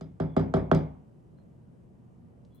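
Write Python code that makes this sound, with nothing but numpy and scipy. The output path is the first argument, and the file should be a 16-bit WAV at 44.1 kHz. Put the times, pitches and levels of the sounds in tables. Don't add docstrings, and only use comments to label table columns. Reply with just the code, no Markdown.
import sys
import numpy as np
from scipy import signal
from scipy.fft import irfft
from scipy.io import wavfile

SR = 44100
rng = np.random.default_rng(int(sys.argv[2]) if len(sys.argv) > 2 else 0)


def how_loud(loudness_db):
    steps = np.asarray(loudness_db, float) / 20
    return 10 ** steps


def output_pcm(signal):
    pcm = np.clip(np.atleast_2d(signal).T, -1, 1) * 32767
    wavfile.write(sys.argv[1], SR, np.round(pcm).astype(np.int16))


N = 114660

# pitch in Hz, t60 in seconds.
TAIL_T60 = [(60, 0.69), (250, 0.3), (1000, 0.61), (4000, 0.24), (12000, 0.19)]
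# pitch in Hz, left-right correlation.
TAP_ALIKE = [(60, 1), (130, 0.94), (300, 0.45), (700, 0.19), (1500, 0.32), (4000, .5), (9000, 0.46)]


def at_hz(points, hz):
    p = np.array(points)
    return np.interp(np.log(hz), np.log(p[:, 0]), p[:, 1])


def band(x, low, high):
    return signal.sosfilt(signal.butter(2, [low, min(high, .45 * SR)], "band", fs=SR, output="sos"), x)


def drift(rate):
    slow = np.interp(np.arange(N) / SR * rate, np.arange(200), rng.standard_normal(200))
    return slow / slow.std()


def add(out, sound, s):
    i = int(s * SR)
    n = min(sound.shape[1], N - i)
    out[:, i:i + n] += sound[:, :n]


def stereo_bands(size, alike_at):
    settle = 4000
    band_edges = 24 * 2 ** np.arange(0, 9.5, 1 / 3)
    white = rng.standard_normal((2, 2, size + settle))
    for k, (low, high) in enumerate(zip(band_edges, band_edges[1:])):
        mid, side = band(white[k % 2], low, high)
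        hz = np.sqrt(low * high)
        alike = np.clip(at_hz(alike_at, hz), -.99, .99)
        left, right = np.sqrt(1 + alike) * mid + np.sqrt(1 - alike) * side * [[1], [-1]]
        lag = 14 * (220 < hz < 2200)
        yield hz, np.array([np.roll(left, lag), right])[:, settle:]


def envelope(t, hz, t60):
    rise_s = .0006 + 1.1 / hz
    rise = 1 - np.exp(-(t / rise_s) ** 2)
    return rise * how_loud(-60 * t / t60)


def steady(spectra):
    # pitch in Hz, left-right correlation.
    floor_alike = [(60, 0.31), (180, 0.53), (550, 0.13), (1650, 0.2), (5000, 0.34), (15000, .5)]
    layers = np.zeros((len(spectra), 2, N))
    for hz, noise in stereo_bands(N, floor_alike):
        for k, (spectrum, _, patchy_db) in enumerate(spectra):
            if spectrum[0][0] / 1.2 < hz < spectrum[-1][0] * 1.1:
                layers[k] += how_loud(at_hz(spectrum, hz) + patchy_db * drift(9.0)) * noise
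    return sum(how_loud(db) * layer / layer.mean(0).std() for layer, (_, db, _) in zip(layers, spectra))


def hum():
    hum_hz, hum_db, wobble_db = 121.9, -58, 0.5
    phase = 2 * np.pi * hum_hz * np.arange(N) / SR + .5 * drift(8.0)
    return how_loud(hum_db + wobble_db * drift(4.7)) * np.sin(phase)


def house():
    # pitch in Hz, level in dB per Hz.
    rumble = [(15, -45), (25, -15.5), (90, -5.5), (112, -3), (140, -2.5), (174, -1.5), (300, -11),
              (616, -21), (3000, -52.5), (3900, -103), (6600, -120)]
    # pitch in Hz, level in dB per Hz.
    hiss = [(2000, -5), (3000, -4.5), (6000, -7), (8300, -6), (10400, -9), (12600, -16.5), (13600, -21.5),
            (15500, -24)]
    return steady([(rumble, -55.5, 1.2), (hiss, -88.5, .6)]) + hum()


def squeaks():
    # start in seconds, length in seconds, level in dB rms, pitch in Hz.
    chirps = [
        (0.264, .11, -78.5, 3390),
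        (1.365, 0.072, -84, 4170),
        (2.501, 0.14, -80, 3375),
        (2.513, .1, -86, 4090),
    ]
    width_hz, rise_s, fall_s = 180.0, 0.032, 0.023
    out = np.zeros((2, N))
    for s, length, db, hz in chirps:
        t, noise = np.arange(8000) / SR, rng.standard_normal((3, 8000))
        tone = noise[0] + 0.8 * noise[1:]
        for _ in range(2):
            tone = band(tone, hz - width_hz / 2, hz + width_hz / 2)
        swell = np.clip(np.minimum(t / rise_s, (length - t) / fall_s), 0, 1)
        add(out, how_loud(db) * swell * tone / tone.std(), s)
    return out


def ticks():
    # start in seconds, peak in dB, centre in Hz, left-right difference in dB.
    touches = [
        (1.078, -80, 6030, 4),
        (1.386, -59.5, 900, -1.5),
        (1.388, -72, 2600, 1.5),
        (1.989, -81, 8500, 8),
        (2.450, -61, 3300, -2.5),
        (2.4543, -65.5, 4500, -3.5),
        (2.5478, -45, 15200, 1.5),
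        (2.5475, -60.5, 11200, 4),
        (2.5579, -57.5, 12500, 14),
    ]
    # start in seconds, peak in dB.
    bounces = [
        (0.3954, -76),
        (0.5669, -53),
        (0.7482, -55.5),
    ]
    bounce_hz, touch_room_db, bounce_room_db = 6100, -26.5, -18.0
    rows = [row + (touch_room_db,) for row in touches]
    rows += [(s, db, bounce_hz, 0., bounce_room_db) for s, db in bounces]
    out, t = np.zeros((2, N)), np.arange(int(.25 * SR)) / SR
    for s, db, hz, pan_db, room_db in rows:
        high_tick = hz >= 10000
        noise = rng.standard_normal((3, len(t)))
        snap_t60 = .003 + 9.3 / hz
        snap = noise[0] * how_loud(-60 * t / snap_t60) * [[1], [-.7 if high_tick else 1]]
        room = how_loud(room_db) * (noise[0] + noise[1:]) * envelope(t, 300.0, at_hz(TAIL_T60, hz))
        ratio = 1.3 if high_tick else 1.7
        click = band(band(snap + room, hz / ratio, hz * ratio), hz / ratio ** 2, hz * ratio ** 2)
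        add(out, how_loud(db + pan_db * np.array([[.5], [-.5]])) * click / np.abs(click).max(), s)
    return out


def pan(hz):
    # pitch in Hz, left-right difference in dB.
    tap_pan = [(60, 0.5), (180, 0.57), (550, 0.0), (1650, -0.96), (4970, 0.49), (15000, 0.5)]
    return how_loud(at_hz(tap_pan, hz) * np.array([[.5], [-.5]]))


def dying_noise(t, spectrum, t60_at):
    out, power = 0, 0
    for hz, noise in stereo_bands(len(t), TAP_ALIKE):
        gain, shape = how_loud(at_hz(spectrum, hz)), envelope(t, hz, t60_at(hz))
        share = hz * .46 / SR
        power += gain ** 2 * share
        burst = noise * shape
        balance = np.sqrt(2 * share * np.mean(shape ** 2) / np.mean(burst ** 2))
        out = out + gain * pan(hz) * burst * balance
    return out / np.sqrt(power)


def modes(t, table, steady_share):
    flutter_hz, scatter_db = 260.0, 0.5
    out = 0
    for k, (hz, db, t60) in enumerate(table):
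        turn = np.arccos(np.clip(at_hz(TAP_ALIKE, hz), -1, 1)) / 2
        knots = rng.standard_normal(400)
        rough = np.interp(t * 2 * flutter_hz, np.arange(400), knots)
        flutter = steady_share + (1 - steady_share) * rough
        shape = how_loud(db + scatter_db * knots[-1]) * envelope(t, hz, min(t60, .7)) * flutter
        ring = np.sin(2 * np.pi * hz * t + turn * np.array([[-1], [1]]))
        out = out + (-1) ** k * pan(hz) * shape * ring
    return out


def knock():
    # pitch in Hz, level in dB per Hz.
    knock_colour = [(150, -30), (300, -9), (420, 0), (620, 0.5), (800, -4.5), (1200, 0.5), (1700, -10),
                    (2600, -37)]
    late_cycles, start_hz = 3.0, 2600
    left_lag_s, left_db = .00018, -5.5
    hz = np.maximum(np.arange(2001) * SR / 4000, 1)
    spread = late_cycles * (np.log(hz) - hz / start_hz)
    late = 2 * np.pi * (spread + hz * np.array([[left_lag_s], [0]]))
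    left = how_loud(left_db * (hz > 800) * np.array([[1], [0]]))
    colour = how_loud(at_hz(knock_colour, hz) - 60 * (hz > 4000) - 60 * (hz < 120))
    pulse = irfft(colour * left * np.exp(-1j * late), 4000)
    return pulse / np.abs(pulse).max() * np.clip(np.linspace(2, -2, 4000), 0, 1)


def taps():
    # start in seconds, level in dB, lows in dB, highs in dB, hardness of the crack in dB.
    blows = [
        (0.0095, -37.5, 2, -23.5, -0.5),
        (0.1996, -23, -1, -33.5, -3.5),
        (0.365, -17, -4, -33, -3),
        (0.5385, -17, -3.5, -34.5, -0.5),
        (0.7142, -14, -3, -42.5, 5),
        (0.3953, -28.5, -2, -30, -1.5),
        (0.5666, -24.5, -2.5, -42.5, -3),
        (0.7472, -28, -15, -19.5, -1),
    ]
    # pitch in Hz, level in dB, t60 in seconds.
    table_modes = [(65.25, -14, .6), (98.2, -6.5, 0.37), (153.1, -3.5, 0.4), (165.3, -2.5, 0.26),
                   (198, -15.5, 0.11), (261, -6.5, 0.52), (305.5, -17.5, 0.47), (387.1, 0, 0.18),
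                   (484.8, -15.5, 0.18), (542, -5, .14), (596, -12, 0.12), (646.8, -5, 0.16),
                   (754, -10.5, .1), (871, -17.5, 0.32)]
    # pitch in Hz, level in dB, t60 in seconds.
    cup_modes = [(1135, 3.5, .2), (1242, 6, 0.2124), (1273, 5.5, 0.1884), (1655, -2, 0.3),
                 (1900, -9.5, 0.22), (2160, -8, 0.4), (3255, -5.5, 0.098), (3425, -13, 0.28),
                 (3970, -9.5, 0.13), (4880, -11.5, .2), (5260, -16.5, .17), (6880, -26, .12)]
    # pitch in Hz, level in dB, t60 in seconds.
    spoon_modes = [(8400, -51.5, .14), (9300, -56.5, .13), (10080, -63.5, .12), (11950, -54.5, .13)]
    # pitch in Hz, level in dB per Hz.
    crack_colour = [(1200, -12.5), (2000, -1), (2700, -6), (3500, -2), (5000, -8.5), (7000, -10),
                    (9000, -24), (13000, -34.5)]
    # pitch in Hz, level in dB per Hz.
    tail_colour = [(40, -25.5), (120, -13.5), (165, 1), (280, -6), (600, -14.5), (1500, -40), (5000, -51.5),
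                   (13000, -83)]
    table_db, cup_db, tail_db, knock_db, crack_db = -3, -24, -8.5, -3.0, -18.5
    cup_steady = .15
    same = .6
    out, t = np.zeros((2, N)), np.arange(int(.6 * SR)) / SR
    rings = [dying_noise(t, tail_colour, lambda hz: at_hz(TAIL_T60, hz)) for _ in range(4)]
    cracks = [dying_noise(t[:4000], crack_colour, lambda hz: 0.0087 + 10.6 / hz) for _ in range(3)]
    pulse = knock()
    low_pass = signal.butter(2, 300, fs=SR, output="sos")
    mean_low, mean_high = np.mean(blows, 0)[2:4]
    for k, (s, db, low_db, high_db, hard_db) in enumerate(blows):
        ring = np.sqrt(same) * rings[3] + np.sqrt(1 - same) * rings[k % 3]
        body = how_loud(tail_db) * ring + how_loud(table_db) * modes(t, table_modes, 1)
        body[:, :14000] += how_loud(cup_db) * modes(t[:14000], cup_modes, cup_steady)
        body[:, :14000] += modes(t[:14000], spoon_modes, 1)
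        body[:, :4000] += how_loud(hard_db) * (how_loud(knock_db) * pulse + how_loud(crack_db) * cracks[k % 3])
        lows, highs = signal.sosfilt(low_pass, body), band(body, 2500, 18000)
        body += lows * (how_loud(low_db - mean_low) - 1) + highs * (how_loud(high_db - mean_high) - 1)
        fade_out = how_loud(-1e3 * np.maximum(t - .52, 0))
        add(out, how_loud(db) * body * fade_out, s)
    return signal.sosfilt(signal.butter(8, 12900, fs=SR, output="sos"), out)


def scene():
    return house() + squeaks() + ticks() + taps()


def top_cut(x):
    return signal.sosfilt(signal.butter(12, 16020, fs=SR, output="sos"), x)


def record(dry):
    return top_cut(dry)


dry = scene()
out = record(dry)
output_pcm(out)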